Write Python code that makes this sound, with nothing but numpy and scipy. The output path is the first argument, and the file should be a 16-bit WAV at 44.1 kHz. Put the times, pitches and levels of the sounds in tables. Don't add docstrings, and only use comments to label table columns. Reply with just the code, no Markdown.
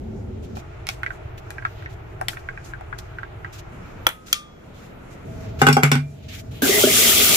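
import sys
import numpy as np
from scipy import signal
from scipy.fft import rfft, irfft
from scipy.io import wavfile
from scipy.ndimage import uniform_filter1d

SR = 44100
rng = np.random.default_rng(int(sys.argv[2]) if len(sys.argv) > 2 else 0)


def wav_out(sig):
    wavfile.write(sys.argv[1], SR, np.round(np.clip(np.atleast_2d(sig).T, -1, 1) * 32767).astype(np.int16))


N = 324576


def undb(db):
    return 10 ** (np.asarray(db) / 20)


def add(out, s, x):
    i = int(s * SR)
    out[:, i:i + x.shape[1]] += x[:, :N - i]


def walk(rate):
    hold = int(SR / rate)
    steps = np.repeat(rng.standard_normal(N // hold + 1), hold)
    return 1.3 * uniform_filter1d(uniform_filter1d(steps, hold), hold)[:N]


# (frequency [Hz], correlation [0-1])
PORT_LIKENESS = [(25, 0.7), (60, 1), (200, 0.95), (400, 0), (800, 0), (16000, 0)]


def noise(spectrum, flicker_db, rate, start=0):
    n = N - start
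    logf = np.log(np.fft.rfftfreq(n, 1 / SR) + 1)
    hz, db = np.transpose(spectrum)
    gain = undb(np.interp(logf, np.log(hz), db, left=-99, right=-99))
    like_hz, correlation = np.transpose(PORT_LIKENESS)
    like = np.clip(np.interp(logf, np.log(like_hz), correlation), 0, 1)
    mid, side = rfft(rng.standard_normal((2, n))) * gain * np.sqrt([1 + like, 1 - like])
    audible = logf[gain > 1e-4]
    centres = np.linspace(audible[0], audible[-1], 6)
    out = np.zeros((2, N))
    for k in range(6):
        share = np.interp(logf, centres, np.arange(6) == k)
        band = irfft([(mid + side) * share, (mid - side) * share], n)
        out[:, start:] += band * undb(flicker_db * walk(rate))[:n]
    return out / np.sqrt(np.mean(out[:, start:].mean(axis=0) ** 2))


def ring(modes, weight_db, push_s, lag_s, scatter=0.):
    hz, db, t60 = np.transpose(modes)[:, :, None]
    t = np.arange(int(.5 * SR)) / SR
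    turn, size, shift = rng.standard_normal((3, 2, len(modes), 1)) * scatter * np.clip(hz / 2500, 0, 1)
    hz = hz * (1 + 0.042 * shift[0])
    lag = np.array([lag_s, 0])[:, None, None]
    phase = 2 * np.pi * hz * (t - lag) + 4 * turn[0] + 1.23 * turn
    wave = np.sin(phase) * np.exp(-np.log(1000) * t / t60)
    size_db = 2.5 * size[0] + 1.5 * size
    push = (1 - np.exp(-t / push_s)) ** 2
    return (wave * undb(db + weight_db + size_db)).sum(axis=1) * push


def knocks(table, modes, focus_db, push_s, lag_s, scatter, clatter_db, crack_hz, crack_s, tail_s, tail_db):
    out, t = np.zeros((2, N)), np.arange(int(.5 * SR)) / SR
    bright = np.vstack([signal.butter(2, crack_hz[0], "high", fs=SR, output="sos"),
                        signal.butter(1, crack_hz[1], fs=SR, output="sos")])
    for s, db, focus_hz, crack_db, pan_db, *_ in table:
        soft = np.clip(-crack_db / 30, .15, 1)
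        octaves = np.log2(np.array(modes)[:, :1] / focus_hz)
        body = ring(modes, -soft * focus_db * np.abs(octaves), soft * push_s, lag_s, scatter=scatter)
        body /= np.sqrt(np.mean(np.abs(body).max(axis=1) ** 2))
        push = (1 - np.exp(-t / (soft * push_s))) ** 2
        fade = (np.exp(-t / crack_s) + undb(tail_db) * np.exp(-t / tail_s)) * push
        shared, left, right = rng.standard_normal((3, len(t)))
        grit = np.array([np.roll(shared, int(lag_s * SR)) + .7 * left, shared + .7 * right])
        around = signal.butter(2, [0.5 * focus_hz, 2.35 * focus_hz], "band", fs=SR, output="sos")
        clatter = signal.sosfilt(around, grit) * undb(clatter_db)
        crack = signal.sosfilt(bright, grit) * undb(crack_db)
        sides_db = np.array([[pan_db], [-pan_db]]) / 2
        add(out, s, (body + (clatter + crack) * fade) * undb(db + sides_db))
    return out


def echo(x, t60, wet_db, damp_hz):
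    t = np.arange(int(.4 * SR)) / SR
    tail = rng.standard_normal((2, len(t))) * np.exp(-np.log(1000) * t / t60) * (t > .003)
    tail = signal.sosfilt(signal.butter(1, damp_hz, fs=SR, output="sos"), tail)
    tail = signal.sosfilt(signal.butter(2, 350, "high", fs=SR, output="sos"), tail)
    tail /= np.sqrt((tail[0] ** 2).sum())
    return x + undb(wet_db) * signal.fftconvolve(x, tail, axes=1)[:, :N]


SCENE_EDGES = [0, .59, 3.719, 5.25, 6.62, 7.36]
# (rumble level [dB], air level [dB], fine hiss level [dB])
SCENE_LEVELS = [(-32, -58, -66), (-37.5, -50.5, -65.5), (-39.5, -49, -61.5), (-30.5, -52, -57.5),
                (-33.5, -53, -53)]
# (frequency [Hz], relative density [dB per Hz])
RUMBLE_COLOURS = [
    [(12, -40), (20, -17), (85, 1.5), (166, -14), (215, -5.5), (335, -20.5), (375, -8), (454, -19),
     (900, -28.5), (1170, -70), (1980, -120)],
    [(12, -35), (20, -9), (117, -1.5), (244, -26), (290, -20), (357, -11.5), (491, -19), (524, -28),
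     (634, -15), (900, -28), (1170, -64), (1980, -120)],
    [(12, -39), (20, 2), (123, 0.5), (140, -0.5), (174, -2), (558, -8), (755, -12), (900, -43.5),
     (1170, -57), (1980, -120)],
    [(12, -34), (20, -22.5), (108, -3), (186, -16.5), (281, -15.5), (335, -23.5), (454, -16.5),
     (541, -32.5), (654, -14.5), (709, -29.5), (900, -32.5), (1170, -64), (1980, -120)],
]
# (frequency [Hz], relative density [dB per Hz])
AIR_COLOUR = [(470, -30.5), (800, -1.5), (1120, -3.5), (1370, -0.5), (1690, -7), (2390, -8.5), (4470, -29),
              (6000, -36.5), (7800, -56), (13200, -120)]
# (frequency [Hz], relative density [dB per Hz])
HISS_COLOUR = [(1060, -8.5), (1800, -5.5), (2570, -3), (4120, -6), (4430, -8.5), (7100, -7), (8440, -17),
               (13700, -16), (15800, -21)]
CUT_FADE_S = .006
DIP_DB = (10, 14.5, 7.5)


def room_tone():
    t = np.arange(N) / SR
    place = np.searchsorted(SCENE_EDGES[1:-1], t)
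    is_here = 1. * (place == np.arange(len(SCENE_LEVELS))[:, None])
    here = uniform_filter1d(is_here, int(CUT_FADE_S * SR))
    rumble_db, air_db, hiss_db = np.transpose(SCENE_LEVELS) @ here - np.outer(DIP_DB, dip())
    share = [*here[:3], here[3] + here[4]]
    rumble = sum(noise(colour, 0.8, 6) * on for colour, on in zip(RUMBLE_COLOURS, share)) * undb(rumble_db)
    air = noise(AIR_COLOUR, 1.0, 37) * undb(air_db)
    brush = scuffs() * undb(2.0 * walk(70))
    fine = noise(HISS_COLOUR, 3.3, 13) * (undb(hiss_db) + brush)
    return rumble + air + fine + washroom_tone(t) * share[3]


def dip():
    knee_db, fall_s, back_s = 4.5, 0.041, 0.36
    t = np.arange(N) / SR
    sunk = 0
    for s, db, *_ in LATCH_SNAPS + ROLLER_BOUNCES:
        after = np.clip(t - s, 0, None)
        sunk = sunk + undb(db - knee_db) * (1 - np.exp(-after / fall_s)) * np.exp(-after / back_s)
    return np.tanh(sunk)


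# (start [s], length before the end fade [s], level before flicker [dB])
BRUSHES = [(0.422, 0.03, -63.5), (0.55, 0.047, -52.5), (0.874, 0.059, -49), (1.373, 0.01, -50),
           (1.095, 0.067, -63), (1.657, 0.19, -64.5), (1.888, 0.044, -55.5), (2.291, 0.048, -50),
           (2.386, 0.011, -60), (2.638, 0.066, -59.5), (2.981, 0.0081, -43), (3.523, 0.071, -49.5),
           (4.259, 0.12, -54), (4.738, .12, -64), (5.1, 0.042, -62.5), (5.4, .1, -61), (5.588, 0.05, -37.5),
           (6.222, 0.045, -62), (6.281, 0.12, -47), (6.509, 0.22, -51)]


def scuffs():
    rise_s, end_s = 0.009, 0.022
    t = np.arange(N) / SR
    return sum(undb(db) * np.interp(t, [s, s + rise_s, s + length, s + length + end_s], [0, 1, 1, 0])
               for s, length, db in BRUSHES)


# (time [s], body peak [dB], loudest mode region [Hz], crack against peak [dB], left minus right [dB])
HOUSING_TICKS = [(0.5692, -23.5, 730, -12.5, -4), (0.8692, -20, 3000, -2, -1), (0.889, -10, 3130, -4, 0.5),
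                 (1.0323, -12.5, 1600, -16, -3.5), (1.0627, -12.5, 1790, -41, -2),
                 (1.1046, -20.5, 1480, -30, -6), (1.3785, -33, 2330, -13, -1),
                 (1.5051, -22, 695, -1.5, -0.5), (1.5824, -21.5, 1660, -38, -5),
                 (1.6235, -28, 1560, -32, -9), (1.6507, -8, 1440, -43, -0.5),
                 (1.8234, -30.5, 1660, -14, -0.5), (1.8593, -22, 1790, -38, -5),
                 (2.2127, -13, 800, -12, 3.5), (2.2838, -10, 2370, 0.5, 3), (2.332, -26.5, 1540, -24, -6),
                 (2.3706, -22, 1490, -16, -1), (2.4874, -16.5, 1420, -24, -2),
                 (2.575, -23.5, 1500, -36, -3), (2.7355, -20.5, 1520, -34, 2), (2.8096, -28, 730, -14, 4),
                 (2.9272, -19.5, 1250, -29, 5.5), (2.9874, -23, 2340, -4, 2),
                 (3.1852, -19.5, 1480, -41, -4), (3.2317, -21, 1490, -40, -7),
                 (3.4462, -18.5, 1510, -33, -2)]
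# (frequency [Hz], relative level [dB], t60 [s])
HOUSING_MODES = [(780, 0, .03), (1100, -5, .02), (1400, -2, .022), (1570, 0, .026), (1900, -1, .024),
                 (2300, 0, .022), (2600, -3, .018), (3300, -2, .014), (4200, -3, .012), (5200, -3, .012),
                 (6300, -5, .01), (13500, 0, .008)]


def housing_ticks():
    dry_ticks = knocks(HOUSING_TICKS, HOUSING_MODES, focus_db=27.5, push_s=0.00038, lag_s=.0005, scatter=1.0,
                       clatter_db=-9.5, crack_hz=(3000, 7000), crack_s=0.0011, tail_s=0.038, tail_db=-24.5)
    return echo(dry_ticks, t60=0.07, wet_db=-10, damp_hz=7400)


# (time [s], body peak [dB], loudest mode region [Hz], crack against peak [dB], left minus right [dB])
LATCH_SNAPS = [(4.0672, 5.5, 1380, -6.5, -0.7), (4.0893, -19, 1270, 0, 5), (4.283, -31.5, 1420, -8.5, 3.5),
               (4.328, 0, 3480, -11.5, 3.5), (4.3402, -23.5, 3250, -17, 13.5)]
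# (frequency [Hz], relative level [dB], t60 [s])
LATCH_MODES = [(350, -5.5, 0.046), (523, -8, 0.07), (910, -22, 0.016), (1380, 7.5, 0.02),
               (1890, 3.5, 0.016), (2340, -1, 0.037), (3310, 12.5, 0.0093), (3350, 5, 0.025),
               (4090, 10, 0.0084), (4970, 3.5, 0.012), (5870, 3.5, 0.019), (8300, -8, 0.01),
               (13560, 10, 0.02), (14000, 8.5, .01)]


def latch_snaps():
    dry_snaps = knocks(LATCH_SNAPS, LATCH_MODES, focus_db=17.5, push_s=0.0016, lag_s=0.0002, scatter=0.25,
                       clatter_db=3, crack_hz=(3500, 12000), crack_s=0.0016, tail_s=0.03, tail_db=-27)
    return echo(dry_snaps, t60=0.18, wet_db=-21.5, damp_hz=5700)


SPRING_TIMES = (4.069, 4.335)
# (frequency [Hz], level [dB], t60 [s])
SPRING_MODES = [
    [(1270, -40, 0.9)],
    [(1200, -31, 0.45), (2420, -39, .35), (3330, -42, .65), (3620, -38, 0.3)],
]


def spring():
    out = np.zeros((2, N))
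    for s, modes in zip(SPRING_TIMES, SPRING_MODES):
        add(out, s, ring(modes, 0, push_s=0.0078, lag_s=0.00021))
    return out


# (frequency [Hz], mean level [dB])
WASHROOM_TONE = [(642, -69)]


def washroom_tone(t):
    return sum(undb(db + 3.4 * walk(9.6)) * np.sin(2 * np.pi * (hz * t + 0.37 * walk(11)))
               for hz, db in WASHROOM_TONE)


# (time [s], body peak [dB], loudest mode region [Hz], crack against peak [dB],
# left minus right [dB], boom of the bowl [dB])
ROLLER_BOUNCES = [(5.6161, 1.5, 930, -6.5, 3, -17.5), (5.667, 2, 1410, -5.5, -1.5, -17),
                  (5.686, 1, 900, -5.5, 0, -16.5), (5.727, -11, 5050, -13, 3, -25),
                  (5.767, -1.5, 810, -9.5, -0.5, -20), (5.827, -18, 799, -6, 0, -19.5),
                  (5.833, 2.5, 1380, -4, 0.5, -16), (5.9159, -2.5, 1710, -2, 0.5, -19),
                  (5.953, -11, 1460, -6.5, -4, -19.5)]
# (frequency [Hz], relative level [dB], t60 [s])
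BASIN_MODES = [(420, 1.5, 0.048), (640, -14.5, 0.046), (800, -6, 0.077), (1085, -10, 0.043),
               (1270, -14, 0.032), (1410, 8.5, 0.01), (1558, -7.5, 0.061), (2035, -9, 0.027),
               (2244, 5.5, 0.015), (2412, -25, 0.36), (2770, -3, 0.031), (3384, -5.5, 0.038),
               (4840, -16, 0.076), (5600, -6.5, 0.029), (7600, -7, 0.046)]


def roller_bounces():
    dry_bounces = knocks(ROLLER_BOUNCES, BASIN_MODES, focus_db=28.5, push_s=0.0025, lag_s=0.00025, scatter=0.84,
                         clatter_db=-2, crack_hz=(3000, 4000), crack_s=0.0027, tail_s=0.022, tail_db=-18.0)
    return echo(dry_bounces, t60=0.17, wet_db=-6.5, damp_hz=7100)


# (frequency [Hz], level against the boom [dB], t60 [s])
BOWL_MODES = [(143.5, 6, 0.44), (250.6, 6.5, 0.18)]


def bowl():
    out = np.zeros((2, N))
    for s, *_, boom_db in ROLLER_BOUNCES:
        add(out, s, ring(BOWL_MODES, boom_db, push_s=0.0031, lag_s=0.00019))
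    return out


TAP_S = 6.62


def tap():
    early = np.interp(np.arange(N) / SR, (6.63, 7.055), [1, 0])
    out = spray(early) + churn(early) + gulps_and_basin_tones() + whistles()
    return out * (np.arange(N) >= int(TAP_S * SR))


# (frequency [Hz], relative density [dB per Hz])
SPRAY_COLOUR = [(410, -43), (700, -19), (1040, -23), (1180, -6), (1770, -23), (2040, -6), (2860, -4),
                (3300, -2.5), (4290, -7.5), (7320, -4.5), (8230, -8), (11000, -7), (13500, -8), (15800, -7)]
SPRAY_DB, SPRAY_RISE_DB = -17, 6.5


def spray(early):
    water = noise(SPRAY_COLOUR, 1.5, 35, start=int(TAP_S * SR))
    water += undb(-13) * bubbles(count=300, lo_hz=1300, hi_hz=6500, cycles=16, spread_db=3.0)
    droplets = bubbles(count=500, lo_hz=2950, hi_hz=13400, cycles=1.4, spread_db=4.0)
    water += undb(-10.5) * droplets
    return water * undb(SPRAY_DB - SPRAY_RISE_DB * early + np.array([[.8], [-.8]]))


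def bubbles(count, lo_hz, hi_hz, cycles, spread_db):
    out = np.zeros((2, N))
    for when, pitch, size, pan in rng.random((count, 4)):
        hz = lo_hz * (hi_hz / lo_hz) ** pitch
        turns = np.arange(int(3 * cycles * SR / hz)) * hz / SR
        rising = np.sin(2 * np.pi * turns * (1 + 0.0504 * turns / cycles))
        wave = rising * np.exp(-turns / cycles) * (1 - np.exp(-turns))
        level = undb(-spread_db * np.log(size + 0.00055))
        add(out, TAP_S + when * (N / SR - TAP_S), wave * level * np.array([[pan], [1 - pan]]))
    return out / np.sqrt(np.mean(out[:, int(TAP_S * SR):].mean(axis=0) ** 2))


# (frequency [Hz], relative density [dB per Hz])
CHURN_COLOUR = [(88, -28), (150, -8), (232, 2), (306, -4), (411, 6), (459, -4), (621, -0.5), (1000, -11.5),
                (1300, -45), (2200, -120)]
CHURN_DB, CHURN_FALL_DB = -29, 2


def churn(early):
    return noise(CHURN_COLOUR, 3.2, 32.5, start=int(TAP_S * SR)) * undb(CHURN_DB + CHURN_FALL_DB * early)


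# (time [s], level [dB], pitch [Hz], t60 [s])
GULPS_AND_BASIN_TONES = [(6.626, -8, 272, 0.13), (6.656, -11.5, 383, 0.047), (6.691, -3, 388, 0.064),
                         (6.738, -13, 396, 0.1), (6.755, -12.5, 413, 0.13), (6.777, -17, 417, .05),
                         (6.835, -2, 600, 0.044), (6.837, 5.5, 394, 0.04), (6.84, -10.5, 253, 0.17),
                         (6.869, -5.5, 400, 0.075), (6.869, -10.5, 632, .1), (6.897, -8, 413, 0.038),
                         (6.983, -19, 443, 0.16), (7.092, -9, 349.7, 0.035), (7.209, -21, 416, 0.086)]


def gulps_and_basin_tones():
    out = np.zeros((2, N))
    for s, db, hz, t60 in GULPS_AND_BASIN_TONES:
        add(out, s, ring([(hz, db, t60)], 0, push_s=0.0026, lag_s=-0.00022))
    return out


# (middle [s], length at half height [s], pitch [Hz], level [dB])
STREAM_WHISTLES = [(6.634, 0.058, 1596, -26.5), (6.752, 0.083, 2010, -24), (6.822, .09, 3240, -27),
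                   (6.904, 0.039, 2120, -26.5), (6.973, 0.072, 3360, -27.5), (7.041, 0.072, 2030, -28.5),
                   (7.099, 0.047, 3280, -22.5), (7.185, 0.056, 3320, -24.5)]


def whistles():
    out = np.zeros((2, N))
    for s, length, hz, db in STREAM_WHISTLES:
        add(out, s - length, whistle(length, hz, db))
    return out


def whistle(length, hz, db):
    width = 0.06
    band = signal.butter(2, [hz * (1 - width), hz * (1 + width)], "band", fs=SR, output="sos")
    x = signal.sosfilt(band, rng.standard_normal((2, SR // 2)))
    n = int(2 * length * SR)
    return x[:, -n:] / x.mean(axis=0).std() * np.hanning(n) * undb(db)


def scene():
    return (room_tone() + housing_ticks() + latch_snaps() + spring()
            + roller_bounces() + bowl() + tap())


def record(dry):
    resonance = signal.butter(1, (12400, 14000), "band", fs=SR, output="sos")
    x = dry + undb(-14.5) * signal.sosfilt(resonance, dry)
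    step_down = signal.ellip(6, .3, 24, 15500, fs=SR, output="sos")
    x = signal.sosfilt(step_down, x)
    rounded = x / (1 + x ** 4) ** .25
    top_cut = signal.ellip(10, .2, 80, 16400, fs=SR, output="sos")
    return signal.sosfilt(top_cut, rounded)


dry = scene()
out = record(dry)
wav_out(out)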